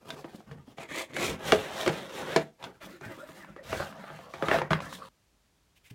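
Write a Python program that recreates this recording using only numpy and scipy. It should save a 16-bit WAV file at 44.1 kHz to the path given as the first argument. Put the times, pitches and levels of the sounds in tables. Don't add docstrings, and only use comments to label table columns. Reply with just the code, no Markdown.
import sys
import numpy as np
from scipy import signal
from scipy.fft import rfft, irfft, next_fast_len
from scipy.io import wavfile
from scipy.ndimage import map_coordinates

SR = 44100
rng = np.random.default_rng(int(sys.argv[2]) if len(sys.argv) > 2 else 0)


def generate_wav(signal):
    frames = np.transpose(np.atleast_2d(signal))
    scaled = np.clip(frames, -1, 1) * 32767
    pcm = np.round(scaled).astype(np.int16)
    wavfile.write(sys.argv[1], SR, pcm)


N = 261954
TIME_S = np.arange(N) / SR

# (time [s], scrape level [dB], treble level [dB])
TRAY_SLIDE = [(1.39, -52, -61.5), (1.48, -32, -39.5), (1.62, -39.5, -48), (1.69, -40, -50),
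              (1.81, -35.5, -41), (1.94, -40, -48), (2.1, -44.5, -57), (2.16, -40, -46),
              (2.27, -39.5, -51.5), (2.335, -33.5, -46), (2.42, -45, -54.5), (2.51, -69, -79)]
SLEEVE_DRAG = [(3.63, -58, -62), (3.7, -39, -47.5), (3.775, -39, -44.5), (3.87, -44, -53),
               (3.95, -48.5, -64.5), (4.14, -49, -59.5), (4.28, -52.5, -65.5), (4.4, -47.5, -57.5),
               (4.465, -40, -47.5), (4.5, -33, -48.5), (4.533, -27, -41), (4.58, -34.5, -45.5),
               (4.64, -44.5, -67), (4.685, -46, -70)]
# (contact, start [s], crest [s], end [s], crest level [dB],
# panel flexing [dB re crest level], fibre hiss [dB re crest level])
STROKES = [("lid", 0, 0.13, 0.37, -51, -7, -10.5), ("lid", 0.062, 0.093, 0.125, -43, -15, -9),
           ("lid", 0.3, 0.33, 0.45, -55, -1.8, -7), ("lid", 0.457, 0.535, 0.62, -51, 6.3, -18),
           ("lid", 0.648, 0.67, 0.74, -59, -2, -9), ("flap", 0.765, 0.837, 0.85, -39.5, -15.5, -11.5),
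           ("flap", 0.876, 0.911, .96, -39, -9.5, -8.5), ("flap", 0.925, 1, 1.0354, -33.5, -18.5, -4),
           ("flap", 1.08, 1.11, 1.2, -48, -7, -16), ("flap", 1.128, 1.145, 1.21, -40, -10, -7.5),
           ("flap", 1.15, 1.24, 1.31, -31, -12.5, -4.5), ("tray", 1.17, 1.255, 1.334, -33, -11, -5),
           ("tray", 1.28, 1.33, 1.384, -40, 0, -17.5), ("lid", 2.58, 2.645, 2.76, -46, -6.5, -15),
           ("sleeve", 2.8, 2.86, 2.965, -48.5, -6, -8), ("sleeve", 3.0, 3.055, 3.124, -45, -7.5, -10),
           ("sleeve", 3.12, 3.17, 3.255, -47.5, -10.5, -11.5), ("sleeve", 3.25, 3.34, 3.428, -51, -8, -5),
           ("sleeve", 3.41, 3.45, 3.64, -54.5, -3, -17), ("table", 4.695, 4.72, 4.77, -34, 0, -13),
           ("table", 4.79, 4.825, 4.91, -40.5, -3.2, -9.5), ("table", 4.87, 4.955, 4.98, -50.5, 1.2, 3.7),
           ("table", 4.97, 4.99, 5.16, -51, -7, -6.5)]
STROKE_ATTACK_S, STROKE_T60_S = 0.021, 0.12
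# (frequency [Hz], gain [dB])
LID_COLOUR = [(40, -20), (160, 1), (900, -7), (1400, -13), (16000, -34.5)]
FLAP_COLOUR = [(35, -41.5), (60, -11), (339, 1), (430, -4.5), (590, 3), (732, -9), (1470, -11),
               (2080, -1.5), (2450, -8), (2850, -14.5), (3850, -16), (4860, -24.5), (7060, -20.5),
               (16000, -36.5)]
TRAY_COLOUR = [(35, -40.5), (60, -11), (160, -3), (240, -4), (430, -4), (560, -0.5), (720, -5), (946, -9.5),
               (1550, -8.5), (2470, -14), (3670, -13.5), (4860, -24.5), (5330, -20.5), (16000, -34.5)]
SLEEVE_COLOUR = [(35, -17), (60, -11), (146, -7.5), (235, -3.5), (330, 1), (470, -10), (590, 3), (730, -8),
                 (1620, -8), (4120, -23.5), (4970, -26), (16000, -34)]
DRAG_COLOUR = [(24, -35), (40, -9), (115, 2), (300, -4.5), (412, -5), (515, 2.5), (852, -3), (1270, -2.5),
               (1750, -7), (2100, -12), (3740, -16), (4930, -21), (16000, -33.5)]
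SKIN_COLOUR = [(300, -13), (1200, -15), (2600, 0), (4500, -12.5), (16000, -18.5)]
# (time [s], hollow body level [dB], thud [dB re body],
# brightness [dB/octave], crack sharpness [dB])
KNOCKS = [(0.243, -39.5, -6.5, -1, -10), (0.512, -45.5, 3, 1, -14), (0.783, -42, -4, 2, -6),
          (1.165, -33.5, -17.5, 2, -2), (1.521, -14, -18, 1.5, 3.5), (1.862, -28, -28, 1.8, -4),
          (1.876, -24, -10, 1.1, -0.5), (1.892, -28, -3, 0.5, -10), (2.361, -18, -13.5, 0.8, -6),
          (3.01, -45, -2, -2.5, -1), (3.289, -48, 0, 1, -18), (3.563, -44.5, -18, -0.5, -12.5),
          (3.728, -29.5, -16.5, 0, 4), (3.799, -30.5, -7.5, -2.5, -11.5), (4.102, -45.5, -8, 0, -12),
          (4.189, -45, -7, -2, -6), (4.337, -41, -15, 3, -10), (4.424, -26, -9, -0.5, -12),
          (4.484, -29.5, -10, 2, -2), (4.513, -22, -18.5, 1, -7), (4.541, -21.5, -14, -3, 2),
          (4.586, -32.5, -19, 2.5, -2), (4.617, -32, -4.5, -6, -8), (4.706, -28, 2.5, 1, -5),
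          (4.717, -32, -3, 2.5, -9)]
# (clack [dB re body], snap [dB re body], flutter t60 [s], flutter tail [dB])
BRACED = (-6, -14, 0.07, -18.5)
LOOSE = (-2, -16, 0.32, -25)
LOOSE_FROM_S = 2.55
# (frequency [Hz], level [dB], t60 [s])
BOX_MODES = [(110.1, -4.5, 0.017), (151, -2.5, 0.16), (350, -1, 0.07), (443, -7.5, 0.14),
             (523.3, -0.5, 0.083), (641.8, -3, 0.11), (860, -2, 0.0064), (1228, 9.5, 0.012),
             (1700, 0.5, 0.028), (2242, -1.5, 0.044), (2900, 0.5, 0.027), (3350, 3.5, .014)]
# (time [s], peak level [dB], pitch [Hz])
DAMPED_TONES = [(.158, -42, 365), (.246, -34.5, 523), (0.346, -36, 198), (0.405, -40, 750),
                (0.679, -41.5, 258), (1.135, -32.5, 1950), (1.166, -20, 1580), (1.872, -17.5, 362),
                (2.362, -14.5, 362), (3.061, -36.5, 115), (3.176, -38, 326), (3.446, -36.5, 1020),
                (3.926, -32.5, 1060), (4.04, -34, 637), (4.485, -16, 1160), (4.561, -18.5, 542),
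                (4.617, -18.5, 940), (4.71, -16.5, 1380), (4.732, -10, 1174), (4.79, -30, 1070),
                (4.804, -23, 1070), (4.927, -27.5, 1083), (5.91, -39, 130)]
# (time [s], level [dB])
BUCKLES = [(0.104, -44), (2.627, -53.5), (2.640, -46), (2.646, -53.5)]
# (frequency [Hz], level [dB], t60 [s])
PLASTIC_MODES = [(645, -8.5, 0.11), (1020, 2, 0.013), (1540, -5.5, 0.024), (2500, -9, 0.031),
                 (3440, -3.5, 0.025)]
# (time [s], level [dB])
FLICKS = [(1.523, -40), (1.879, -26), (2.363, -21), (3.012, -48), (3.967, -56)]
# (middle [s], length [s], level [dB], mid pitch [Hz], glide [octaves])
CREAKS = [(2.94, .24, -52, 350, -0.42), (3.212, 0.073, -51, 1398, 0.37), (3.245, 0.057, -45.5, 596, 0.04),
          (3.434, 0.12, -55, 1762, -0.8), (3.592, 0.045, -51.5, 1876, .03), (3.602, 0.071, -47, 570, -.2)]
# (middle [s], length [s], level [dB])
SHOVES = [(1.31, 0.14, -41), (1.534, 0.26, -43.5), (3.759, 0.28, -46.5)]
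# (middle [s], length [s], level [dB])
BRUSHES = [(5.772, 0.046, -62.5), (5.866, 0.082, -59), (5.908, 0.025, -52.5)]
# (frequency [Hz], density [dB/Hz, relative])
AIR_COLOUR = [(20, -36), (48, 0), (64, -5.5), (256, -14.5), (500, -19.5), (6380, -27.5), (16000, -38)]
AIR_RMS_DB = -69.5
RUB_EDGES_HZ = [30, 230, 3000, 17000]
KNOCK_EDGES_HZ = [65, 250, 800, 2000, 17000]
BREAK_S = 5.088
TOP_HZ = 15900


def rubbing():
    fingers = strokes("lid", arch_db=8.5)
    flap = strokes("flap", arch_db=8.5)
    pull = slide(TRAY_SLIDE, flex_db=-12) + strokes("tray", arch_db=9.5)
    jogs = strokes("sleeve", arch_db=4.5)
    drag = slide(SLEEVE_DRAG, flex_db=-10) + strokes("table", arch_db=8.5)
    return (rub(fingers, LID_COLOUR, judder_db=3.5, shift_db=6, rattle_db=-17)
            + rub(flap, FLAP_COLOUR, judder_db=2, shift_db=4.5, judder_per_s=220)
            + rub(pull, TRAY_COLOUR, judder_db=1.23, shift_db=3, slips_per_s=3200, crackle_db=-9.5,
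                  bend=0.1, ring_db=-25)
            + rub(jogs, SLEEVE_COLOUR, judder_db=2.3, shift_db=6, rattle_db=-20.5)
            + rub(drag, DRAG_COLOUR, judder_db=1.5, shift_db=7.5, rattle_db=-19, crackle_db=-10.5))


def strokes(contact, arch_db, hiss_steeper=1.21):
    power = np.zeros((3, N))
    for kind, start_s, crest_s, end_s, db, flex_db, hiss_db in STROKES:
        if kind != contact:
            continue
        slack = np.interp(TIME_S, [start_s, crest_s, end_s], [1, 0, 1])
        attack = np.clip((TIME_S - start_s) / STROKE_ATTACK_S, 0, 1)
        grip = attack * fade(np.maximum(TIME_S - end_s, 0), STROKE_T60_S)
        scrape = grip * undb(db - arch_db * slack)
        hiss = grip * undb(db + hiss_db - hiss_steeper * arch_db * slack)
        power += np.array([undb(flex_db) * scrape, scrape, hiss]) ** 2
    return np.sqrt(power)


def slide(curve, flex_db):
    time_s, scrape_db, treble_db = np.transpose(curve)
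    edge_s = np.minimum(TIME_S - time_s[0], time_s[-1] - TIME_S)
    contact = np.clip(edge_s / 0.008 + 0.5, 0, 1)
    return [contact * undb(np.interp(TIME_S, time_s, db))
            for db in (scrape_db + flex_db, scrape_db, treble_db)]


def rub(gains, surface, judder_db, shift_db, slips_per_s=1900, judder_per_s=50, rattle_db=-26,
        crackle_db=-11, bend=0.05, ring_db=-21, spread_db=3, smooth_db=-6):
    caught = rng.random(N) < slips_per_s / SR
    sizes = undb(spread_db * np.minimum(rng.exponential(size=N), 3))
    slips = unit(caught * sizes * rng.choice([-1, 1], N))
    slips = slips + undb(smooth_db) * rng.standard_normal(N)
    fibre_tears = crackle(per_s=120, t60_s=0.003)
    edge_catches = crackle(per_s=24, t60_s=0.022)
    slips = slips + undb(crackle_db) * (fibre_tears + undb(-3) * edge_catches)
    slips = slips * undb(judder_db * walk(judder_per_s))
    panel_ring = ring(BOX_MODES, TIME_S[:SR // 5], detune=0.025, scatter_db=1)
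    panels = signal.fftconvolve(slips, panel_ring)[:N]
    contact = shifting(unit(slips) + undb(ring_db) * unit(panels), shift_db)
    sound = colour(contact + undb(rattle_db) * rattles(), surface)
    flex, scrape, hiss = bands(table_echo(sound), RUB_EDGES_HZ)
    parts = flex, bending(scrape, bend, per_s=12), hiss
    return sum(unit(part) * gain for part, gain in zip(parts, gains))


def crackle(per_s, t60_s, spread_db=5):
    sizes = undb(spread_db * np.minimum(rng.exponential(size=N), 2))
    snags = (rng.random(N) < per_s / SR) * sizes
    envelope = signal.fftconvolve(snags, fade(TIME_S[:SR // 50], t60_s))[:N]
    return unit(envelope * rng.standard_normal(N))


def rattles(per_s=75, centre_hz=1000, reach_octaves=1.4, t60_s=0.02, spread_db=4):
    out, t = np.zeros(N), TIME_S[:SR // 20]
    for when, size, pitch in rng.random((int(per_s * N / SR), 3)):
        hz = centre_hz * 2 ** (reach_octaves * (2 * pitch - 1))
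        tick = np.sin(2 * np.pi * hz * t) * fade(t, t60_s)
        tick += np.sin(2 * np.pi * np.sqrt(3) * hz * t) * fade(t, t60_s / 2)
        add(out, undb(spread_db * min(-np.log(1 - size), 2)) * tick, when * TIME_S[-1])
    return unit(out)


def shifting(x, depth_db, per_s=22, even_above_hz=2400):
    hz, time_s, cells = signal.stft(x, SR, nperseg=512)
    knots = rng.standard_normal((32, int(time_s[-1] * per_s) + 2))
    where = np.broadcast_arrays(np.log2(1 + hz / 400)[:, None] * 5, time_s * per_s)
    depth = depth_db / np.hypot(1, hz / even_above_hz)[:, None]
    gain = undb(depth * map_coordinates(knots, where, order=1))
    return signal.istft(cells * gain, SR)[1][:N]


def table_echo(x, lag_s=0.0026, sway_octaves=0.16, per_s=12, above_hz=1100, share=0.44):
    lag = lag_s * 2 ** (sway_octaves * walk(per_s))
    treble = signal.sosfilt(signal.butter(2, above_hz, "high", fs=SR, output="sos"), x)
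    return x + share * map_coordinates(treble, [(TIME_S - lag) * SR], order=1, mode="mirror")


def bending(x, share, per_s):
    return map_coordinates(x, [np.cumsum(1 + share * walk(per_s))], order=1, mode="mirror")


def knocks():
    out = np.zeros(N)
    octaves = np.array([0, 0, 1.5, 3])
    for time_s, body_db, thud_db, brightness, crack_db in KNOCKS:
        clack_db, snap_db, flutter_t60_s, tail_db = BRACED if time_s < LOOSE_FROM_S else LOOSE
        levels_db = body_db + np.array([thud_db, 0, clack_db, snap_db]) + brightness * octaves
        add(out, knock(levels_db, crack_db, flutter_t60_s, tail_db), time_s)
    return out


def knock(levels_db, crack_db, flutter_t60_s, tail_db, ring_db=-1.5, tail_t60_s=0.22, attack_s=0.013,
          give_s=0.0031, treble_t60_s=0.26, rasp_db=-15, rasp_t60_s=0.023):
    t = TIME_S[:SR // 3]
    flutter, fibres = rng.standard_normal((2, len(t))) * (1 - np.exp(-t / give_s))
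    flutter = flutter * (fade(t, flutter_t60_s) + undb(tail_db) * fade(t, tail_t60_s))
    panels = ring(BOX_MODES, t, detune=0.035, scatter_db=6.5)
    blow = unit(flutter) + undb(ring_db) * unit(panels)
    blow = blow + undb(crack_db) * unit(crack(len(t), lag_s=0.002))
    blow = signal.sosfilt(signal.butter(2, 4500, fs=SR, output="sos"), blow)
    blow = blow + undb(rasp_db) * unit(fibres * fade(t, rasp_t60_s))
    blow = signal.sosfilt(signal.butter(1, 3600, fs=SR, output="sos"), blow) + undb(-19.5) * blow
    thud, body, clack, snap = bands(blow, KNOCK_EDGES_HZ)
    parts = thud, body, clack, snap * fade(t, treble_t60_s)
    return sum(undb(db) * part / np.sqrt(np.sum(part ** 2) / (attack_s * SR))
               for part, db in zip(parts, levels_db))


def crack(size, lag_s, jumble=0.28):
    hz = np.arange(size // 2 + 1) * SR / size
    travel = 4 * np.pi * lag_s * np.sqrt(hz * 1000)
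    steps = np.diff(travel, prepend=0) * (1 + jumble * rng.standard_normal(len(hz)))
    return irfft(np.exp(-1j * np.cumsum(steps)), size)


def ring(modes, t, detune, scatter_db):
    out = np.zeros(len(t))
    for hz, db, t60_s in modes:
        bend, weight, sign = rng.standard_normal(3)
        tone = np.sin(2 * np.pi * hz * (1 + detune * bend) * t)
        out += np.sign(sign) * undb(db + scatter_db * weight) * fade(t, t60_s) * tone
    return out


def damped_tones(cycles=11, give_cycles=0.34, overtone_ratio=1.3, overtone_db=-10, tick_db=-13,
                 tick_cycles=20):
    out, t = np.zeros(N), TIME_S[:SR // 10]
    for time_s, db, hz in DAMPED_TONES:
        tones = np.sin(2 * np.pi * hz * t)
        tones += undb(overtone_db) * np.sin(2 * np.pi * overtone_ratio * hz * t)
        rasp = unit(bands(rng.standard_normal(len(t)), [hz, 2.6 * hz], order=2)[0])
        sound = tones * fade(t, cycles / hz) + undb(tick_db) * rasp * fade(t, tick_cycles / hz)
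        sound = sound * (1 - np.exp(-t * hz / give_cycles))
        add(out, undb(db) * sound / np.max(np.abs(sound)), time_s)
    return out


def buckles(crinkle_db=-3, crinkle_t60_s=0.032):
    out, t = np.zeros(N), TIME_S[:SR // 16]
    for time_s, db in BUCKLES:
        crinkle = bands(rng.standard_normal(len(t)), [1500, 4500], order=2)[0] * fade(t, crinkle_t60_s)
        pop = unit(ring(PLASTIC_MODES, t, detune=0.026, scatter_db=5))
        add(out, undb(db) * unit(pop + undb(crinkle_db) * unit(crinkle)), time_s)
    return out


def flicks(t60_s=0.009, low_hz=3500, high_hz=7000):
    out, t = np.zeros(N), TIME_S[:SR // 30]
    for time_s, db in FLICKS:
        click = unit(bands(rng.standard_normal(len(t)), [low_hz, high_hz], order=2)[0])
        add(out, undb(db) * click * fade(t, t60_s), time_s)
    return out


def creaks(width=0.14):
    out = np.zeros(N)
    for middle_s, length_s, db, hz, glide in CREAKS:
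        progress = np.clip((TIME_S - middle_s) / length_s, -0.5, 0.5)
        phase = 2 * np.pi * np.cumsum(hz * 2 ** (glide * progress)) / SR
        tone = unit(walk(width * hz) * np.cos(phase) + walk(width * hz) * np.sin(phase))
        out += undb(db) * swell(middle_s, length_s) * tone
    return out


def shoves(low_hz=45, high_hz=125):
    rumble = unit(bands(rng.standard_normal(N), [low_hz, high_hz])[0])
    return rumble * sum(undb(db) * swell(middle_s, length_s) for middle_s, length_s, db in SHOVES)


def brushes():
    whisk = unit(colour(rng.standard_normal(N), SKIN_COLOUR))
    return whisk * sum(undb(db) * swell(middle_s, length_s) for middle_s, length_s, db in BRUSHES)


def room(x, wet_db, low_t60_s=0.29, high_t60_s=0.13, gap_s=0.0048):
    t = TIME_S[:SR // 2]
    parts = bands(rng.standard_normal(len(t)), KNOCK_EDGES_HZ)
    t60s_s = np.linspace(low_t60_s, high_t60_s, len(parts))
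    tail = sum(part * fade(t, t60_s) for part, t60_s in zip(parts, t60s_s)) * (t > gap_s)
    return x + undb(wet_db) * signal.fftconvolve(x, tail / np.sqrt(np.sum(tail ** 2)))[:N]


def room_tone():
    return undb(AIR_RMS_DB) * unit(colour(rng.standard_normal(N), AIR_COLOUR))


def undb(db):
    return 10 ** (np.asarray(db) / 20)


def unit(x):
    return x / np.sqrt(np.mean(x ** 2) + 1e-24)


def fade(t, t60_s):
    return np.exp(-np.log(1000) * t / max(t60_s, 1e-4))


def swell(middle_s, length_s):
    return np.cos(np.pi * np.clip((TIME_S - middle_s) / length_s, -0.5, 0.5)) ** 2


def walk(per_s):
    knots = rng.standard_normal(int(N / SR * per_s) + 2)
    return unit(np.interp(TIME_S * per_s, np.arange(len(knots)), knots))


def bands(x, edges_hz, order=3):
    return [signal.sosfilt(signal.butter(order, pair, "band", fs=SR, output="sos"), x)
            for pair in zip(edges_hz, edges_hz[1:])]


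def colour(x, points):
    hz, db = np.transpose(points)
    size = next_fast_len(2 * N) // 2 * 2
    grid_hz = np.maximum(np.arange(size // 2 + 1) * SR / size, 1)
    cepstrum = irfft(np.log(undb(np.interp(np.log(grid_hz), np.log(hz), db))))
    cepstrum[1:size // 2] *= 2
    cepstrum[size // 2 + 1:] = 0
    return irfft(rfft(x, size) * np.exp(rfft(cepstrum)))[:N]


def add(out, sound, time_s):
    start = int(time_s * SR)
    out[start:start + len(sound)] += sound[:N - start]


def scene():
    handling = rubbing() + shoves() + knocks() + flicks() + buckles() + creaks()
    handling = room(handling, wet_db=-12) * (TIME_S < BREAK_S)
    tones_and_brushes = room(damped_tones() + brushes(), wet_db=-10)
    return (handling + tones_and_brushes + room_tone())[None]


def record(dry):
    return signal.sosfilt(signal.ellip(10, 0.2, 80, TOP_HZ, fs=SR, output="sos"), dry)


dry = scene()
out = record(dry)
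generate_wav(out)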